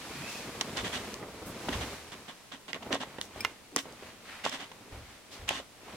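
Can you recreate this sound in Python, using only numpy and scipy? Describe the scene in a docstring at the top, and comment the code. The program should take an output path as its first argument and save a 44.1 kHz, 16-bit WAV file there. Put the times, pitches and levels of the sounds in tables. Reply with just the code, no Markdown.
"""In a small, quiet bedroom someone slides off a duvet: folds flop and swish, and a knee zips over the weave.
From 0.6 s the camera in their hand ticks, knocks and scrapes under the fingers, close to its two
microphone ports. Bare feet load the sprung wooden floor as they stand up. The duvet dies away, and from
about 2.8 s trouser legs brush with the walk. At 3.4 s a strap ring tinkles once and the buckle hits
the housing; the soft steps and the handling carry on to the end."""
import sys
import numpy as np
from scipy import signal
from scipy.fft import rfft, irfft, next_fast_len
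from scipy.io import wavfile
from scipy.ndimage import map_coordinates

SR = 44100
rng = np.random.default_rng(int(sys.argv[2]) if len(sys.argv) > 2 else 0)


def output_pcm(signal):
    """Save a mono or channel-first signal as 16-bit PCM at the path in sys.argv[1].

    Samples are clipped to [-1, 1] before scaling.
    """
    pcm = np.clip(np.atleast_2d(signal).T, -1, 1) * 32767
    wavfile.write(sys.argv[1], SR, np.round(pcm).astype(np.int16))


N = 262836

# Noise colours. Each row: frequency in Hz, relative spectral level in dB.
ROOM_TONE_EQ = [(25, -7), (60, -4.5), (130, -3.5), (265, -2), (380, -4.5), (520, -3.5), (800, -7),
                (1500, -12.5), (4000, -12.5), (9000, -16), (16000, -25.5)]  # room tone and hiss
FOLD_EQ = [(30, -30), (60, -5), (115, -4), (160, -5.5), (215, -1.5), (330, -4), (480, -3.5), (750, -9.5),
           (1300, -14), (3000, -38)]  # soft, tumbling folds
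WEAVE_EQ = [(250, -24), (600, -4), (1000, -1), (1500, -2.5), (2200, -1), (3500, -5.5), (5500, -15),
            (9000, -41), (16000, -46)]  # weave rubbing on weave
FIBRE_EQ = [(1500, -21), (4000, 5.5), (6000, 4.5), (9000, 1), (12000, -3), (16000, -13)]  # the fizz of loose fibres
GRIP_EQ = [(60, -30), (130, -3.5), (230, 2.5), (400, -6), (900, -1.5), (1500, -4.5), (2000, -7), (3400, -2),
           (4300, -8), (6200, -14), (8000, -15.5), (11000, -28.5), (16000, -37)]  # skin on the camera body
BOARD_EQ = [(20, -25), (40, -14), (65, -1), (110, -5), (170, -37), (300, -18), (900, -23), (3000, -67)]  # rumbling floorboards
# Stereo images. Each row: frequency in Hz, left-right likeness (1 is mono, 0 is fully wide).
ROOM_TONE_IMAGE = [(100, 0.58), (400, 0.59), (1500, 0.075), (5000, 0)]
AIR_IMAGE = [(100, 0.99), (500, 0.98), (1200, 0.85), (2500, 0.44), (5000, 0.021), (12000, .02)]  # sound through the air
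BODY_IMAGE = [(200, .94), (700, .85), (1500, .5), (3000, .03), (8000, .22)]  # sound through the housing
# The slide off the duvet. Each row: time in seconds, sliding speed as dB, weight on the folds as dB.
DUVET_SLIDE = [(0, -47.5, -48), (.2, -45, -49.5), (.35, -45.5, -50), (.5, -47.5, -45), (.7, -47.5, -45),
               (.95, -44.5, -44.5), (1.12, -47.5, -44.5), (1.23, -55.5, -48), (1.55, -50, -46.5),
               (1.76, -42.5, -41), (1.95, -46.5, -46), (2.04, -52.5, -54), (2.2, -55, -54.5),
               (2.45, -61.5, -73), (2.7, -70, -85)]
# A knee dragging over the ribbed weave. Each row: time in seconds, pitch in Hz, level in dB.
KNEE_ZIP = [(.08, 2300, -66), (.18, 2450, -52), (.28, 2590, -47), (.34, 2630, -48.5), (.42, 2480, -56),
            (.5, 2300, -90)]
# Single folds of cloth. Each row: start in seconds, length in seconds, level in dB, centre in Hz.
FOLD_SWISHES = [(0.119, 0.21, -46.5, 169), (0.246, 0.26, -46.5, 4780), (.468, 0.043, -43, 212),
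                (0.823, 0.069, -37.5, 180), (1.229, .1, -46.5, 425), (1.457, 0.063, -45, 230),
                (1.451, .085, -49, 9500), (1.545, 0.056, -45.5, 252), (3.205, 0.08, -50.5, 5700),
                (3.718, 0.071, -48, 308), (3.767, 0.081, -48.5, 6400), (4.258, 0.21, -49, 1800),
                (5.305, 0.089, -48.5, 3960), (5.868, 0.059, -48.5, 807)]
# Dry plastic ticks. Each row: start in seconds, level in dB, centre in Hz, 60 dB decay in seconds.
PLASTIC_TICKS = [(0.6104, -33, 4260, 0.02), (0.7708, -42, 4550, 0.019), (1.1415, -45.5, 5060, 0.0059),
                 (1.6888, -43.5, 3060, 0.018), (2.731, -40.5, 2430, 0.013), (2.7444, -46.5, 2580, 0.0089),
                 (2.9273, -36, 2660, .011), (2.9465, -46, 5700, 0.0077), (3.2138, -39, 3550, .003),
                 (3.762, -30, 6200, 0.0082), (3.77, -41.5, 2970, 0.019), (3.789, -44.5, 3300, .019),
                 (3.924, -61, 5170, 0.014), (4.4511, -37.5, 2900, 0.019), (4.4948, -45.5, 5100, 0.012),
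                 (5.4904, -34.5, 2850, 0.017), (5.4909, -40, 5850, 0.0038)]
# Dull knocks as the grip shifts. Each row: start in seconds, level in dB, pitch in Hz.
GRIP_KNOCKS = [(0.614, -21.5, 900), (1.2275, -25.5, 464), (1.242, -39, 457), (1.6861, -18, 900),
               (1.6909, -22, 277), (2.7322, -35, 420), (2.762, -25, 595), (2.906, -23, 500),
               (2.9103, -21.5, 385), (2.917, -20.5, 614), (2.9428, -19, 533), (2.932, -22.5, 260),
               (2.9541, -20, 730), (3.0338, -24, 960), (3.1854, -29, 500), (3.213, -27, 1410),
               (3.36, -30, 664), (3.7626, -16, 1090), (3.766, -22, 324), (3.856, -30, 444),
               (3.868, -33.5, 485), (4.025, -33.5, 452), (4.453, -21.5, 587), (4.4632, -13, 940),
               (4.4677, -24, 1050), (5.508, -19, 746), (5.599, -29.5, 576)]
# Resonances of the camera body. Each row: centre in Hz, Q, relative level in dB.
HOUSING_MODES = [(275.6, 21, 1), (590, 2.6, -9.5), (1085, 15, -1), (1635, 17, -4.5), (1934, 8.6, 4),
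                 (2906, 9.5, -1.5), (3500, 30, -6), (6000, 15, -3)]
# Finger slips. Each row: start in seconds, length in seconds, level in dB, tilt in dB per octave.
FINGER_SLIPS = [(0.762, .068, -31.5, 0), (0.833, .067, -33.5, .5), (0.918, 0.086, -33.5, 1),
                (1.723, 0.045, -33, -.5), (1.799, 0.054, -36.5, 0), (2.117, 0.042, -41.5, 0),
                (2.278, 0.052, -40.5, -1), (2.515, 0.059, -40, -0.7), (2.678, 0.047, -39.5, -.5),
                (2.734, 0.046, -38.5, -2), (2.821, 0.021, -39, -2.5), (2.912, 0.064, -31, -0.2),
                (2.997, 0.057, -35.5, -0.2), (3.183, 0.011, -36.5, -3), (3.777, 0.038, -34, 3),
                (4.436, 0.078, -34, 1), (4.507, 0.08, -35.5, 1), (4.582, 0.09, -40.5, -.5),
                (4.715, .012, -40.5, -2), (5.475, 0.085, -33, 0.8), (5.526, 0.092, -36, 1)]
# Bare feet loading the boards. Each row: start in seconds, level in dB, 60 dB decay in seconds.
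FOOTFALLS = [(0.799, -41, 0.51), (1.454, -41, 0.28), (1.673, -38.5, 0.62), (1.750, -32, 0.46),
             (3.343, -49.5, 0.85), (4.924, -39.5, 0.58), (5.394, -39.5, 0.58), (5.899, -56, 0.25)]
# Modes of the sprung floor. Each row: pitch in Hz, relative level in dB.
SPRUNG_FLOOR = [(47, -3), (60, -2), (84, -3.5), (112, -2.5)]
# Trouser legs swinging. Each row: fastest moment, rise and fall, all in seconds, level in dB,
# soft folds against the weave in dB.
LEG_SWINGS = [(2.872, 0.069, 0.052, -53.5, 9.5), (3.08, 0.23, 0.3, -55, 4.5),
              (3.41, 0.079, 0.12, -48.5, -1), (3.86, 0.031, 0.32, -56, 2),
              (4.06, 0.068, 0.098, -52.5, -4.5), (4.31, 0.086, 0.19, -50, -9.5),
              (4.57, 0.17, 0.15, -53, -5), (4.83, 0.15, 0.14, -61.5, 7), (4.928, 0.017, 0.11, -53, 3.5),
              (5.12, 0.12, 0.079, -54.5, -6), (5.37, 0.068, 0.097, -52, -2), (5.59, 0.18, 0.059, -56.5, 0),
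              (5.95, 0.13, .1, -51.5, 1.5)]
# The strap's hardware. Each row: start in seconds, level in dB, part ("ring" or "buckle"),
# phase spread at the ports in radians, relative crack level in dB, lean to the right in dB.
STRAP_HITS = [(3.4064, -32.5, "ring", 0.58, -10, -0.5), (3.449, -19.5, "buckle", 0.29, -20, 2)]
# Modes of the ring and the buckle. Each row: pitch in Hz, relative level in dB, 60 dB decay in seconds.
RING_MODES = [(2376, 2, 0.047), (5160, 1.5, 0.05), (8730, -7, 0.052), (15180, -1.5, .015)]
BUCKLE_MODES = [(1090, -5.5, .023), (1370, 3.5, 0.011), (1750, -10, 0.033), (2070, 2, 0.022),
                (2425, -9, 0.044), (2770, -2, 0.026), (3230, -17, 0.028), (4040, -20, 0.023),
                (5400, -10, 0.019), (7700, -33, .018)]
# The bedroom's reverb. Each row: frequency in Hz, 60 dB decay in seconds.
ROOM_DECAY = [(150, 0.14), (1500, 0.24), (10000, 0.18)]


def amp(db):
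    """Decibels to gain."""
    return 10 ** (np.asarray(db) / 20)


def unit(x):
    """Scale to rms 1."""
    return x / np.sqrt(np.mean(x ** 2) + 1e-20)


def along(points, hz):
    """Read (Hz, value) points on a log frequency axis."""
    freqs, values = np.transpose(points)
    return np.interp(np.log(hz + 1), np.log(freqs + 1), values)


def curves(rows):
    """Automation lanes: one value per sample for each column after the time."""
    times, *columns = np.transpose(rows)
    return [np.interp(np.arange(N) / SR, times, column) for column in columns]


def wobble(rate):
    """A smooth random curve, rate knots a second."""
    knots = rng.standard_normal(int(N * rate / SR) + 4)
    return map_coordinates(knots, [np.arange(N) * rate / SR])


def fade(t, t60):
    """Exponential decay, 60 dB down at t60."""
    return np.exp(-np.log(1000) * t / t60)


def add(track, start, sound):
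    """Mix a sound into a track at start seconds."""
    part = track[..., round(start * SR):][..., :sound.shape[-1]]
    part += sound[..., :part.shape[-1]]


def filtered(x, response):
    """EQ x with a response given as a function of Hz."""
    n = x.shape[-1]
    padded = next_fast_len(n + SR // 8)
    hz = np.fft.rfftfreq(padded, 1 / SR)
    return irfft(rfft(x, padded) * response(hz), padded)[..., :n]


def resonance(hz, centre, q):
    """Causal band-pass response."""
    return 1j * hz * centre / q / (centre ** 2 - hz ** 2 + 1j * hz * centre / q)


def noise(n):
    """Two unrelated channels of white noise."""
    return rng.standard_normal((2, n))


def ports(pair, colour, image):
    """Turn two unrelated signals into a coloured left and right of rms 1 with the given image."""
    def mid_side(hz):
        width = np.arccos(np.clip(along(image, hz), -1, 1)) / 2
        return colour(hz) * np.array([np.cos(width), np.sin(width)])
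    mid, side = filtered(pair, mid_side)
    return unit(np.array([mid + side, mid - side]))


def room_tone():
    """A steady bed of low room tone and microphone hiss."""
    return amp(-56) * ports(noise(N), lambda hz: amp(along(ROOM_TONE_EQ, hz)), ROOM_TONE_IMAGE)


def friction(eq, clump_db, clump_rate):
    """Countless tiny slips that come in clumps, rms 1."""
    slips = noise(N) * amp(clump_db * wobble(clump_rate))
    return ports(slips, lambda hz: amp(along(eq, hz)), AIR_IMAGE)


def cloth(stir_db=-62, duvet_fizz_db=-3.5, trouser_fizz_db=-7.5):
    """Folds tumble, the weave crinkles, loose fibres hiss: first the duvet, then each swing of a leg."""
    t = np.arange(N) / SR
    slide, weight = amp(curves(DUVET_SLIDE))
    legs = np.full(N, amp(stir_db))  # the trousers never quite rest
    leg_folds = np.zeros(N)
    for fastest, rise, fall, db, folds_db in LEG_SWINGS:
        swing = amp(db) * np.exp(-((t - fastest) / np.where(t < fastest, rise, fall)) ** 2)
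        legs = np.hypot(legs, swing)
        leg_folds = np.hypot(leg_folds, amp(folds_db) * swing)
    folds = np.hypot(weight, leg_folds) * friction(FOLD_EQ, clump_db=2.5, clump_rate=90)
    weave = np.hypot(slide, legs) * friction(WEAVE_EQ, clump_db=1.5, clump_rate=510)
    fizz_level = np.hypot(amp(duvet_fizz_db) * slide, amp(trouser_fizz_db) * legs)
    fizz = fizz_level * friction(FIBRE_EQ, clump_db=0.5, clump_rate=1500)
    return folds + weave + fizz


def knee(width_hz=230):
    """Threads cross at a rate set by the sliding speed: a narrow, gliding band of noise."""
    pitch, level_db = curves(KNEE_ZIP)
    phase = 2 * np.pi * np.cumsum(pitch) / SR
    threads = [wobble(width_hz) * np.sin(phase) + wobble(width_hz) * np.cos(phase) for port in range(2)]
    return amp(level_db) * ports(np.array(threads), lambda hz: 1, AIR_IMAGE)


def stroke(rise, fall, colour, image, grain_db=2.0, grain_rate=600):
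    """One slide: grainy friction, catching hundreds of times a second, that swells and dies."""
    t = np.arange(SR // 3) / SR
    grain = map_coordinates(rng.standard_normal(len(t)), [t * grain_rate])
    slips = ports(noise(len(t)) * amp(grain_db * grain), colour, image)
    attack = np.minimum(t / rise, 1)
    release = np.exp(-2.2 * (np.maximum(t - rise, 0) / fall) ** 2.46)
    return slips * attack * release


def swishes(rise_share=0.21):
    """A thick fold flops low; a thin, fast one swishes high."""
    out = np.zeros((2, N))
    for start, length, db, centre in FOLD_SWISHES:
        rise = rise_share * length
        colour = lambda hz: resonance(hz, centre, q=1.0) ** 2
        add(out, start, amp(db) * stroke(rise, length - rise, colour, AIR_IMAGE))
    return out


def ticks():
    """The housing lets go in a burst of micro-slips that excite one broad resonance."""
    out, t = np.zeros((2, N)), np.arange(SR // 20) / SR
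    plastic = lambda hz: 1 / np.sqrt(1 + (hz / 10500) ** 4)  # plastic swallows the highest treble
    attack = 1 - np.exp(-t / 0.00018)
    for start, db, centre, t60 in PLASTIC_TICKS:
        burst = noise(len(t)) * fade(t, t60) * attack
        tick = ports(burst, lambda hz: resonance(hz, centre, q=0.97) ** 2 * plastic(hz), BODY_IMAGE)
        add(out, start, amp(db) * tick)
    return out


def housing(x, low_cut_hz=90):
    """The camera body passes no deep bass and adds its own resonances."""
    body = lambda hz: 1 + sum(amp(db) * resonance(hz, centre, q) for centre, q, db in HOUSING_MODES)
    low_cut = lambda hz: (1j * hz / (low_cut_hz + 1j * hz)) ** 2
    return filtered(x, lambda hz: 0.67 * body(hz) * low_cut(hz))


def knocks(push_cycles=6.634, rattle_cycles=41.3, dull_hz=2500):
    """A push on the body gives one or two strong cycles, dead centre, and a brief dull rattle."""
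    out, t = np.zeros((2, N)), np.arange(SR // 16) / SR
    for start, db, pitch in GRIP_KNOCKS:
        colour = lambda hz: resonance(hz, pitch, q=1.3) / (1 + 1j * hz / dull_hz)
        rattle = ports(noise(len(t)), colour, BODY_IMAGE) * fade(t, rattle_cycles / pitch)
        push = np.sin(2 * np.pi * pitch * t) * fade(t, push_cycles / pitch)  # low knocks last longer
        add(out, start, amp(db) * (1.1 * push + 0.24 * rattle))
    return out


def fingers(catch_share=0.11, swell_share=0.24, rest_s=0.1):
    """Fingers scrape the body, each slip with its own brightness: from rest it catches, in a run it swells."""
    out, previous = np.zeros((2, N)), -np.inf
    for start, length, db, tilt in FINGER_SLIPS:
        rise = length * (catch_share if start - previous > rest_s else swell_share)
        colour = lambda hz: amp(along(GRIP_EQ, hz) + tilt * np.log2(hz + 1))
        add(out, start, amp(db) * stroke(rise, length - rise, colour, BODY_IMAGE))
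        previous = start
    return out


def feet(settle_s=0.007, detune=0.047):
    """Soft heels set the sprung floor swinging and the boards rumbling."""
    load, swing, t = np.zeros(N), np.zeros(N), np.arange(SR) / SR
    for start, db, t60 in FOOTFALLS:
        weight = amp(db) * (1 - np.exp(-t / settle_s)) * fade(t, t60)
        floor = sum(amp(mode_db) * np.sin(2 * np.pi * hz * rng.normal(1, detune) * t)
                    for hz, mode_db in SPRUNG_FLOOR)
        add(load, start, weight)
        add(swing, start, weight * floor)
    rumble = ports(noise(N), lambda hz: amp(along(BOARD_EQ, hz)), AIR_IMAGE)
    return 0.58 * swing + 0.47 * load * rumble


def struck(modes, spread, crack_db):
    """A brief crack kicks modes into ringing; each reaches the two ports out of phase."""
    t = np.arange(SR // 6) / SR
    ringing = np.zeros((2, len(t)))
    for pitch, db, t60 in modes:
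        port_phase = np.array([[1], [-1]]) * spread * rng.normal(1, 0.65)
        ringing += amp(db) * fade(t, t60) * np.cos(2 * np.pi * pitch * t + port_phase)
    crack_hz = modes[1][0]  # centred on the second mode
    crack = ports(noise(len(t)), lambda hz: resonance(hz, crack_hz, q=0.86), BODY_IMAGE)
    attack = 1 - np.exp(-t / 0.00005)
    return (ringing + amp(crack_db) * crack * fade(t, t60=0.05)) * attack


def strap():
    """The metal ring tinkles, then the buckle snaps against the camera."""
    out, modes = np.zeros((2, N)), {"ring": RING_MODES, "buckle": BUCKLE_MODES}
    for start, db, part, spread, crack_db, lean_db in STRAP_HITS:
        gains = amp([[db - lean_db], [db + lean_db]])
        add(out, start, gains * struck(modes[part], spread, crack_db))
    return out


def room(x):
    """The bedroom's short tail, each frequency dying at its own speed."""
    freqs, t, bands = signal.stft(noise(SR // 2), SR, nperseg=256)
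    bands = bands * fade(t, along(ROOM_DECAY, freqs)[:, None])
    _, tail = signal.istft(bands, SR, nperseg=256)
    tail = ports(tail, lambda hz: 1, AIR_IMAGE) / np.sqrt(tail.shape[1])
    tail = np.pad(tail, ((0, 0), (SR // 200, 0)))  # 5 ms pre-delay
    return signal.fftconvolve(x, tail, axes=1)[:, :N]


def scene(lean_db=0.9, wet_db=-17):
    """The hand sits nearer the right port; its sounds are close, so the room answers only faintly."""
    handling = housing(ticks() + fingers() + knocks()) + strap()
    airborne = cloth() + swishes() + knee() + feet() + room_tone()
    return handling * amp([[-lean_db], [lean_db]]) + amp(wet_db) * room(handling) + airborne


def record(dry, top_hz=16200):
    """The camera keeps nothing above its band limit."""
    return filtered(dry, lambda hz: 1 / (1 + (hz / top_hz) ** 120))


dry = scene()
out = record(dry)
output_pcm(out)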